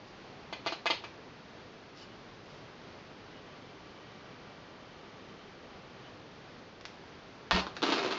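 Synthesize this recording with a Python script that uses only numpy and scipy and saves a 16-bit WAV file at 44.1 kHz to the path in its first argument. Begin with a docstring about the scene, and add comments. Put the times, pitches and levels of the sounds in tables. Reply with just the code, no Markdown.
"""A small room, one microphone, a blouse hanging on a door. First the scissors clack as they are handled:
loose blades knock, rattle and seat. Later the blade snaps through the taut hem, the door thuds, and the
cloth rips in a run of breaking threads that set the stretched fabric fluttering. Near walls answer each
sound. Behind it all lie a steady hiss, a few tiny squeaks and, for a while, a faint whine."""
import sys
import numpy as np
from scipy import signal
from scipy.fft import rfft, irfft
from scipy.io import wavfile
from scipy.ndimage import uniform_filter1d

SR = 44100
rng = np.random.default_rng(int(sys.argv[2]) if len(sys.argv) > 2 else 0)


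def wav_out(sig):
    """Save sig, one row per channel (or a flat mono array), as 16-bit PCM at SR to the path in sys.argv[1]."""
    wavfile.write(sys.argv[1], SR, np.round(np.clip(np.atleast_2d(sig).T, -1, 1) * 32767).astype(np.int16))


N = 360738
TIME = np.arange(N) / SR

# strong threads giving way, the hem first: (time [s], level [dB], pluck of the cloth against it [dB])
STRONG_THREADS = [(7.5107, -8, -24), (7.5167, -18, -16), (7.552, -18.5, -1), (7.6676, -27.5, 2.5),
                  (7.767, -24, -11), (7.8204, -23, -1), (7.8284, -15.5, 2.5), (7.8645, -22, -2),
                  (7.883, -24, 5.5), (7.9026, -19, -3), (7.9224, -20.5, 4), (7.983, -19.5, 3.5),
                  (8.048, -22, 10.5), (8.062, -22, 9), (8.111, -23.5, 5)]
# crack of a strong thread: (frequency [Hz], level [dB])
SNAP_SPECTRUM = [(30, -47), (130, -25), (300, -14.5), (650, 2), (1200, 5), (2100, -7), (2800, -3.5),
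                 (4300, -4), (6000, -17), (7500, -30.5)]
# resonances of the stretched cloth: (frequency [Hz], level [dB], t60 [s])
CLOTH_MODES = [(298, -11, 0.02), (327, -1.5, .04), (401, 3.5, 0.029), (490, -6.5, 0.026), (583, -4.5, .035)]


def rip(threads_per_s=1400, pops_per_s=140, bunch_db=2.5):
    """Fine threads break in bunches, coarser ones pop among them; the jerks make the taut cloth flutter."""
    # a fine thread breaking: (frequency [Hz], level [dB])
    thread_spectrum = [(30, -48), (130, -19), (300, -3), (550, 3), (800, 3.5), (1200, -1.5), (1600, -8),
                       (2500, 1), (3200, -11), (4300, -10.5), (5500, -14.5), (6600, -20), (7500, -36.5)]
    pull, flutter = tension()
    breaks = unit(grains(threads_per_s, spread_db=3.5) * undb(bunch_db * walk(200)))
    pops = grains(pops_per_s, spread_db=1.6)
    responses = click(thread_spectrum), click(SNAP_SPECTRUM), ring(CLOTH_MODES)
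    thread, snap, cloth_ring = (h / np.linalg.norm(h) for h in responses)
    fine = undb(-5) * through(breaks * pull, thread)
    coarse = undb(-3) * through(pops * pull, snap)
    jerks = (undb(-6) * breaks + undb(-5) * pops) * flutter
    cloth = no_bass(through(jerks, cloth_ring), hz=250)
    return room(fine + coarse + cloth, wet_db=-1)


def tension(slacken_db_per_s=14.5, release_s=.0053, surge_db=-22.5, surge_s=.011):
    """Strength of tear and flutter: sudden start, slow slackening, a surge after each snap, a quick stop."""
    # the short cut and the long rip: (start [s], length [s], level [dB], flutter against it [dB])
    tears = [(7.511, 0.087, -32, -8), (7.819, .37, -35.5, -2.5)]
    pull, flutter = np.zeros(N), np.zeros(N)
    for start, length, db, flutter_db in tears:
        age = np.maximum(TIME - start, 0)
        release = np.exp(-np.maximum(age - length, 0) / release_s)
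        tear = (age > 0) * undb(db - slacken_db_per_s * age) * release
        pull += tear
        flutter += tear * undb(flutter_db)
        for at, snap_db, pluck_db in STRONG_THREADS:
            if start < at < start + length:
                surge = (TIME > at) * undb(snap_db + surge_db) * np.exp(-np.abs(TIME - at) / surge_s)
                pull += surge
                flutter += surge * undb(pluck_db)
    return pull, flutter


def snaps():
    """Strong threads crack, fray and pluck the cloth; the hem goes cleanly and leaves the blade ringing."""
    # the freed blade: (frequency [Hz], level [dB], t60 [s])
    blade_modes = [(767, -11, 0.3), (1840, 0.5, 0.28), (2400, -15, .2)]
    times, db, pluck_db = np.transpose(STRONG_THREADS)
    hem, threads = blows(times[:1], db[:1]), blows(times[1:], db[1:])
    frayed = threads + undb(-3) * chatter(threads, length_s=.0014)
    cracks = through(room(hem, wet_db=0) + room(frayed, wet_db=-.5), click(SNAP_SPECTRUM))
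    plucks = through(blows(times, db + pluck_db), ring(CLOTH_MODES))
    cloth = undb(-16) * no_bass(plucks, hz=260)
    blade = undb(-23) * through(hem, ring(blade_modes))
    return cracks + room(cloth, wet_db=-5) + blade


def scissors(rattle_s=.0038):
    """A dull knock; the loose blades rattle, then seat with a bright, chattering contact that rings them."""
    # handling clacks: (time [s], knock level [dB], contact level [dB], delay until the blades seat [s])
    clacks = [(.527, -26, -25.5, .003), (.6515, -43, -39, 0.0025), (0.6625, -21, -18.5, .0096),
              (.7228, -23, -22.5, .003), (.8575, -20, -17, .0095), (.902, -18.5, -13.5, 0.0044),
              (1.0394, -30, -30.5, 0.0035)]
    # the scissors' dull knock and bright steel ring: (frequency [Hz], level [dB], t60 [s])
    knock_modes = [(407, -7.5, 0.077), (554, -7.5, 0.037), (679, -4.5, 0.056), (910, 6, 0.016),
                   (1144, 7, 0.012), (1470, -14, 0.083)]
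    steel_modes = [(1805, -1, 0.054), (2130, -1, 0.083), (2348, -6.5, .06), (2550, 2, .07),
                   (2840, 2, 0.053), (3410, -7, .06), (3870, -12.5, .06), (4000, -7, .06),
                   (4180, -1, 0.065), (4650, -5, 0.043)]
    # blade striking blade: (frequency [Hz], level [dB])
    contact_spectrum = [(30, -57), (140, -27), (350, -5), (900, -0.5), (1600, -1.5), (2500, 5), (3300, 2),
                        (4500, 0), (5300, -10), (6400, -12.5), (7000, -24), (7500, -37)]
    times, knock_db, contact_db, seat_s = np.transpose(clacks)
    loose = np.array([(TIME > at) & (TIME < at + delay) for at, delay in zip(times, seat_s)])

    def rattle(db):
        """Small impacts between knock and seat; each rattle_s of them has the energy of one blow."""
        return grains(2000, spread_db=2.2) * (undb(db) @ loose) / np.sqrt(rattle_s * SR)

    knock = undb(-13) * through(blows(times, knock_db) + rattle(knock_db - 4), ring(knock_modes))
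    touch = blows(times, contact_db - 7) + rattle(contact_db - 7)
    seat = blows(times + seat_s, contact_db)
    contact = touch + undb(-4) * seat + undb(-2) * chatter(seat, length_s=.0038)
    clicks = undb(-1) * through(contact, click(contact_spectrum))
    steel = undb(-37) * through(contact, ring(steel_modes))
    return room(no_bass(knock, hz=290), wet_db=-5.5) + room(clicks + steel, wet_db=1.5, early_db=-2.5)


def door(push_s=.0049):
    """Soft bumps set the door panel booming as the hem lets go."""
    # bumps on the door: (time [s], level [dB])
    bumps = [(7.527, -32.5), (7.544, -28.5)]
    # the door panel: (frequency [Hz], level [dB], t60 [s])
    panel_modes = [(64, -14, 0.43), (80, -3.5, 0.2), (186.7, 4, 0.3)]
    push = signal.windows.hann(int(push_s * SR))
    force = through(blows(*np.transpose(bumps)), push / push.sum())
    return through(force, ring(panel_modes))


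def handling():
    """The blade ticks lightly as it is set, and fibres brush over each other."""
    # setting the blade: (time [s], level [dB])
    blade_ticks = [(6.811, -33.5), (6.8537, -22.5)]
    # faint brushes of cloth: (time [s], length [s], level [dB])
    brushes = [(0.087, 0.052, -65), (2.005, 0.07, -55.5), (2.52, .14, -66), (6.87, 0.055, -67),
               (7.763, .03, -59)]
    # one blade tick, one fibre slipping: (frequency [Hz], level [dB])
    tick_spectrum = [(200, -4), (1200, 3), (3000, 0.5), (5500, -1), (7500, -20)]
    fibre_spectrum = [(500, -24), (2200, -11), (3000, -1.5), (4000, -3), (5200, -1), (6500, -11),
                      (7500, -21.5)]
    ticks = through(blows(*np.transpose(blade_ticks)), click(tick_spectrum))
    touch = sum(undb(db) * np.exp(-(2 * (TIME - at) / length) ** 2) for at, length, db in brushes)
    rustle = unit(through(grains(2500, spread_db=5.3), click(fibre_spectrum)))
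    return room(ticks + touch * rustle, wet_db=-4.5)


def squeaks(half_length_s=.026, waver_hz=70):
    """Brief, rough squeaks, barely above the hiss."""
    # high squeaks: (time [s], pitch [Hz], level [dB])
    events = [(2.03, 2900, -56), (2.13, 2950, -61), (3.37, 2910, -59), (6.07, 3020, -58)]
    wobble = waver_hz * walk(250)
    return sum(undb(db) * np.exp(-((TIME - at) / half_length_s) ** 2) * tone(hz + wobble)
               for at, hz, db in events)


def whine(start_s=3.33, stop_s=6.15, fizz_hz=3080, fizz_t60=.016):
    """Thin wavering tones and a narrow flickering fizz, far down in the background."""
    # tones of the whine: (frequency [Hz], rms level [dB])
    partials = [(1163, -69.5), (1905, -75.5), (2326, -73)]
    fade = uniform_filter1d(1. * ((TIME > start_s) & (TIME < stop_s)), SR // 10)
    tones = sum(np.sqrt(2) * undb(db + 1.9 * walk(14)) * tone(hz + 9 * walk(40)) for hz, db in partials)
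    fizz = unit(through(rng.standard_normal(N), ring([(fizz_hz, 0, fizz_t60)])))
    return fade * (tones + fizz * undb(-70 + 2 * walk(18)))


def room_tone(level_db=-51, waver_db=.5):
    """The steady hiss of the room, its level barely wavering."""
    # background noise at the microphone: (frequency [Hz], level [dB])
    spectrum = [(15, -38.5), (25, -9.5), (54, -10), (112, -1), (291, -1.5), (344, -3), (406, -1.5),
                (639, -5.5), (719, -6.5), (791, -6.5), (870, -7.5), (1130, -8.5), (4610, -18.5),
                (6290, -27), (7430, -43), (9660, -71.5), (16300, -120)]
    hiss = unit(through(rng.standard_normal(N), click(spectrum)))
    return hiss * undb(level_db + waver_db * walk(6))


def room(x, wet_db, early_db=-3, t60=.26, treble_t60=.28, gap_s=.003, early_s=.0048):
    """Direct sound reaches the microphone, then reflections off door and near walls, then a short tail."""
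    t = TIME[:SR // 2]
    noise = rng.standard_normal(len(t))
    low = signal.sosfilt(signal.butter(2, 3000, fs=SR, output="sos"), noise)
    tail = low * decay(t, t60) + (noise - low) * decay(t, treble_t60)
    early = grains(1600, spread_db=1.7)[:len(t)] * np.exp(-t / early_s)
    tail, early = tail * (t > gap_s), early * (t > gap_s)
    response = tail / np.linalg.norm(tail) + undb(early_db) * early / np.linalg.norm(early)
    return x + undb(wet_db) * through(x, response)


def undb(db):
    """Decibels to gain."""
    return 10 ** (np.asarray(db) / 20)


def unit(x):
    """Scale to rms 1."""
    return x / np.sqrt(np.mean(x ** 2))


def through(x, response):
    """Pass a sound through an impulse response."""
    return signal.fftconvolve(x, response)[:N]


def click(points, size=4096):
    """The sharpest causal pulse with a (frequency [Hz], level [dB]) spectrum, peak 1."""
    hz, db = np.transpose(points)
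    bin_hz = np.maximum(np.arange(size // 2 + 1) * SR / size, 1)
    gain = undb(np.interp(np.log(bin_hz), np.log(hz), db))
    cepstrum = irfft(np.log(gain))
    cepstrum[1:size // 2] *= 2  # fold onto positive time for minimum phase
    cepstrum[size // 2 + 1:] = 0
    pulse = irfft(np.exp(rfft(cepstrum)))
    return pulse / np.abs(pulse).max()


def decay(t, t60):
    """A fall of 60 dB every t60 seconds."""
    return np.exp(-np.log(1000) * t / t60)


def ring(modes):
    """Fading sines of a struck object."""
    t = TIME[:SR // 2]
    return sum(undb(db) * np.sin(2 * np.pi * hz * t) * decay(t, t60) for hz, db, t60 in modes)


def tone(hz):
    """A sine that follows a moving pitch."""
    return np.sin(2 * np.pi * np.cumsum(hz) / SR)


def blows(times, db):
    """One impulse for each event."""
    out = np.zeros(N)
    np.add.at(out, (np.asarray(times) * SR).astype(int), undb(db))
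    return out


def walk(per_s):
    """A smooth random wander, rms 1."""
    hold = int(SR / per_s)
    steps = np.repeat(rng.standard_normal(N // hold + 1), hold)
    return unit(uniform_filter1d(steps, hold)[:N])


def grains(per_s, spread_db):
    """Random impulses of uneven size, rms 1."""
    size = undb(spread_db * np.clip(rng.standard_normal(N), -2, 2))
    return unit((rng.random(N) < per_s / SR) * size * rng.choice([-1, 1], N))


def chatter(x, length_s):
    """Each impulse breaks up into a quick fading run of smaller ones, of about the same energy."""
    slips = grains(4000, spread_db=2)
    return through(x, np.exp(-TIME[:SR // 10] / length_s)) * slips / np.sqrt(length_s * SR / 2)


def no_bass(x, hz):
    """Small or light things radiate little below this pitch."""
    return signal.sosfilt(signal.butter(3, hz, "high", fs=SR, output="sos"), x)


def scene():
    """Everything as it reaches one microphone."""
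    return (scissors() + rip() + snaps() + door() + handling() + room_tone() + whine() + squeaks())[None]


def record(dry):
    """A narrow-band recorder cuts the top steeply."""
    top_hz = 7400
    return signal.sosfilt(signal.ellip(10, .2, 70, top_hz, fs=SR, output="sos"), dry)


dry = scene()
out = record(dry)
wav_out(out)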